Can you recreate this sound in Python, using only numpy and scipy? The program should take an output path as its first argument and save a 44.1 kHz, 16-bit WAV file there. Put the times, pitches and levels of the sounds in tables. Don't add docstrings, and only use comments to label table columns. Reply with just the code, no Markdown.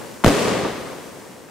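import sys
import numpy as np
from scipy import signal
from scipy.fft import rfft, irfft
from scipy.io import wavfile
from scipy.ndimage import uniform_filter1d

SR = 44100
rng = np.random.default_rng(int(sys.argv[2]) if len(sys.argv) > 2 else 0)


def file_out(sig):
    cols = np.atleast_2d(sig).T
    lim = np.clip(cols, -1, 1)
    pcm = np.round(lim * 32767).astype(np.int16)
    wavfile.write(sys.argv[1], SR, pcm)


N = 66150
T = np.arange(N) / SR


def blast_wave(start, db, push_ms, pan_db, cutoff_hz, suction_gain=1.07):
    phase = np.maximum(T - start, 0) / (push_ms / 1000)
    pressure = (T >= start) * (1 - phase) * np.exp(-phase)
    pressure = np.where(pressure > 0, pressure, suction_gain * pressure)
    return amp([[db + pan_db / 2], [db - pan_db / 2]]) * lowpass(pressure, cutoff_hz, order=2)


# t/s, level/dB, push duration/ms, left minus right/dB, cutoff f/Hz
PRESSURE_FRONTS = [(.2390, -2.5, 0.18, 5, 1400), (0.2454, 16, 0.31, 1, 3070), (0.2479, 1.5, 1.7, -2.5, 700),
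                   (0.2624, 17.5, .55, -12, 7000), (0.2638, 6, 3.86, -7, 7050), (0.2729, 5.5, 2.7, 1, 910),
                   (0.2774, -10, 0.22, 6, 6000), (0.287, 6.5, 0.36, 8, 2800), (0.2864, -0.5, 1.8, 3, 1190)]
def burst():
    return -sum(blast_wave(*front) for front in PRESSURE_FRONTS)


# t/s, f/Hz, level/dB, 60 dB decay time/s, rise time/s
HOLLOW_MODES = [(.2392, 900, -9, 0.013, 0.00024), (.2460, 669, -10, 0.055, 0.0026),
                (0.2502, 210, -6.5, 0.031, 0.00075), (0.28, 289.7, -8.5, 0.3, 0.01)]
def hollow_rings():
    rings = np.zeros(N)
    for start, hz, db, t60, rise in HOLLOW_MODES:
        age = np.maximum(T - start, 0)
        envelope = np.minimum(age / rise, 1) * amp(db - 60 * age / t60)
        rings += envelope * np.sin(2 * np.pi * hz * age)
    return rings


# f/Hz, relative density/dB
GROUND_SPECTRUM = [(30, -14), (100, 2), (300, 4), (600, 2), (900, -5), (1400, -4.5), (2500, -8.5),
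                   (5000, -17), (8000, -20), (15000, -31)]
# t/s, level/dB, time constant/s
GROUND_CLUMPS = [(0.2395, -18.5, 0.0078), (0.2446, -11.5, 0.0042), (0.2539, -17, .012),
                 (.2610, -9.5, 0.0024), (.2690, -17, 0.012), (0.276, -11, 0.013), (0.2844, -24.5, 0.014)]
# f/Hz, side minus mid/dB
ECHO_WIDTH = [(60, -3), (150, -9), (380, -8), (950, -7.5), (2380, -7), (5980, -2), (15000, 5.5)]
def ground_scatter():
    envelope = sum((T >= start) * amp(db) * np.exp(-np.maximum(T - start, 0) / decay)
                   for start, db, decay in GROUND_CLUMPS)
    return envelope * diffuse_noise(GROUND_SPECTRUM, ECHO_WIDTH, grain_db=4.5)


# f/Hz, relative density/dB
ROLL_SPECTRUM = [(15, -58), (25, -36), (33, -23.5), (169, -1), (253, -1), (281, 0), (349, -2), (410, 2),
                 (631, -3.5), (684, -4), (871, -9.5), (1200, -8), (1380, -13.5), (2060, -13), (2360, -15.5),
                 (8350, -25), (15500, -42)]
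# f/Hz, duration/s
ROLL_HOLD_TIME = [(50, 0.37), (250, 0.26), (500, 0.29), (1200, 0.24), (4000, 0.24), (9000, .21),
                  (14000, 0.2)]
# f/Hz, 60 dB decay time/s
ROLL_DECAY_TIME = [(50, 0.87), (200, 0.92), (500, 1.19), (1200, 1.47), (3000, 1.5), (7000, 1.02),
                   (14000, 0.58)]
def roll(start=0.2556, rise_s=0.013, db=-15.5, sag_db_per_s=15.5):
    echoes = diffuse_noise(ROLL_SPECTRUM, ECHO_WIDTH, grain_db=1)
    hz, t, bands = signal.stft(echoes, SR, nperseg=512)
    age = np.maximum(t - start, 0)
    decay_age = np.maximum(age - read(ROLL_HOLD_TIME, hz)[:, None], 0)
    sag_db = sag_db_per_s * (age - decay_age)
    decay_db = 60 * decay_age / read(ROLL_DECAY_TIME, hz)[:, None]
    _, fading = signal.istft(bands * amp(db - sag_db - decay_db), SR, nperseg=512)
    return fading[:, :N] * np.clip((T - start) / rise_s, 0, 1)


# t/s, level/dB, push duration/ms, left minus right/dB, cutoff f/Hz
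WALL_ECHOES = [(0.3092, -5.5, 0.83, 4, 800), (0.4539, -4, 1.0, -6.5, 1310), (.4580, -11, 0.37, 17, 1200),
               (0.4765, -4.5, 0.93, -3.5, 1770), (0.649, -7, 1.1, -7, 1400), (.6523, -3.5, 0.81, -9, 1090),
               (0.6566, -11, 1, -3, 1100), (0.667, -12, 0.88, 0, 990), (.8140, -18, 2.8, 1, 900),
               (1.1605, -27, 0.63, -3, 990)]
def wall_slaps():
    return highpass(sum(blast_wave(*echo) for echo in WALL_ECHOES), hz=157)


# peak t/s, level/dB, 1/e half-width/s
BROAD_ECHOES = [(0.379, -16.5, 0.0077), (.657, -25.5, 0.027), (.875, -40.5, 0.059), (0.938, -39.5, 0.016),
                (1.093, -43.5, 0.032)]
# f/Hz, relative density/dB
BROAD_SPECTRUM = [(30, -37), (100, -16), (180, 1), (550, 6.5), (850, -14), (1250, 0.5), (1600, -19),
                  (4000, -27), (15000, -55)]
def broad_echoes():
    envelope = sum(amp(db) * np.exp(-((T - peak) / half) ** 2) for peak, db, half in BROAD_ECHOES)
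    return envelope * diffuse_noise(BROAD_SPECTRUM, ECHO_WIDTH, grain_db=3)


# t/s, level/dB, decay rate/(dB/s)
SHOT_RUMBLES = [(0, -34.5, 29), (0.498, -33, 11)]
# f/Hz, relative density/dB
RUMBLE_SPECTRUM = [(15, -53), (25, -25), (135, -5.5), (192, -3.5), (299, -2.5), (327, -4), (510, -2),
                   (760, -12), (969, -9.5), (1320, -15.5), (1730, -15), (1970, -17), (5000, -27),
                   (6500, -46), (11000, -120)]
# f/Hz, side minus mid/dB
DISTANT_WIDTH = [(60, -5), (150, -4), (380, -6), (950, -6.5), (2380, -6.5), (5980, -5.5), (15000, -1)]
def rumble():
    power = sum((T >= start) * amp(db - fade * (T - start)) ** 2 for start, db, fade in SHOT_RUMBLES)
    return np.sqrt(power) * diffuse_noise(RUMBLE_SPECTRUM, DISTANT_WIDTH, grain_db=1.5)


# f/Hz, relative density/dB
STAR_SPECTRUM = [(1000, -8), (3000, -11), (5500, 0), (8500, -0.5), (10500, -5), (15000, -9)]
# t/s, level/dB
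STAR_ENVELOPE = [(0, -45.5), (.2, -48), (.6, -46.5), (1.05, -47.5), (1.3, -50.5), (1.5, -54)]
def stars():
    envelope = amp(np.interp(T, *np.transpose(STAR_ENVELOPE)))
    return envelope * diffuse_noise(STAR_SPECTRUM, DISTANT_WIDTH, grain_db=0.5)


def diffuse_noise(spectrum, width, grain_db):
    hz = np.fft.rfftfreq(N, 1 / SR)
    grains = amp(grain_db * np.repeat(rng.standard_normal(N // 64 + 1), 64)[:N])
    arrivals = rng.standard_normal((2, N)) * grains
    mid_bins, side_bins = rfft(arrivals) * amp(read(spectrum, hz))
    mid = irfft(mid_bins, N)
    side = irfft(side_bins * amp(read(width, hz)), N)
    return np.array([mid + side, mid - side]) / np.std(mid)


def amp(db):
    return 10 ** (np.asarray(db) / 20)


def read(points, hz):
    f, value = np.transpose(points)
    return np.interp(np.log(hz + 1), np.log(f + 1), value)


def lowpass(x, hz, order):
    return signal.sosfilt(signal.butter(order, hz, fs=SR, output="sos"), x)


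def highpass(x, hz):
    return signal.sosfilt(signal.butter(1, hz, "high", fs=SR, output="sos"), x)


# f/Hz, left minus right/dB
LEFT_LEAN = [(100, 1.5), (500, 1.9), (1200, 2.9), (4000, 1), (9000, 0.5)]
def scene():
    bang = burst() + hollow_rings() + ground_scatter()
    mix = bang + roll() + wall_slaps() + broad_echoes() + rumble() + stars()
    mix = highpass(mix, hz=22)
    lean_db = read(LEFT_LEAN, np.fft.rfftfreq(N, 1 / SR)) / 2
    return irfft(rfft(mix) * amp([lean_db, -lean_db]), N)


def record(dry, ceiling=0.83, threshold_db=-14, squeeze=0.41, attack_s=0.023, edge_hz=15750):
    clipped = dry / (1 + (dry / ceiling) ** 6) ** (1 / 6)
    power = uniform_filter1d((clipped ** 2).mean(0), size=256)
    level_db = 10 * np.log10(abs(power) + 1e-12)
    fall_db = 27.5 * T
    peak_db = np.maximum.accumulate(level_db + fall_db) - fall_db
    excess_db = np.maximum(peak_db - threshold_db, 0)
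    reduction_db = squeeze * lowpass(excess_db, 1 / (2 * np.pi * attack_s), order=1)
    band_limit = signal.firwin(511, edge_hz, window=("kaiser", 9), fs=SR)
    return signal.oaconvolve(clipped / amp(reduction_db), band_limit[None], "same")


dry = scene()
out = record(dry)
file_out(out)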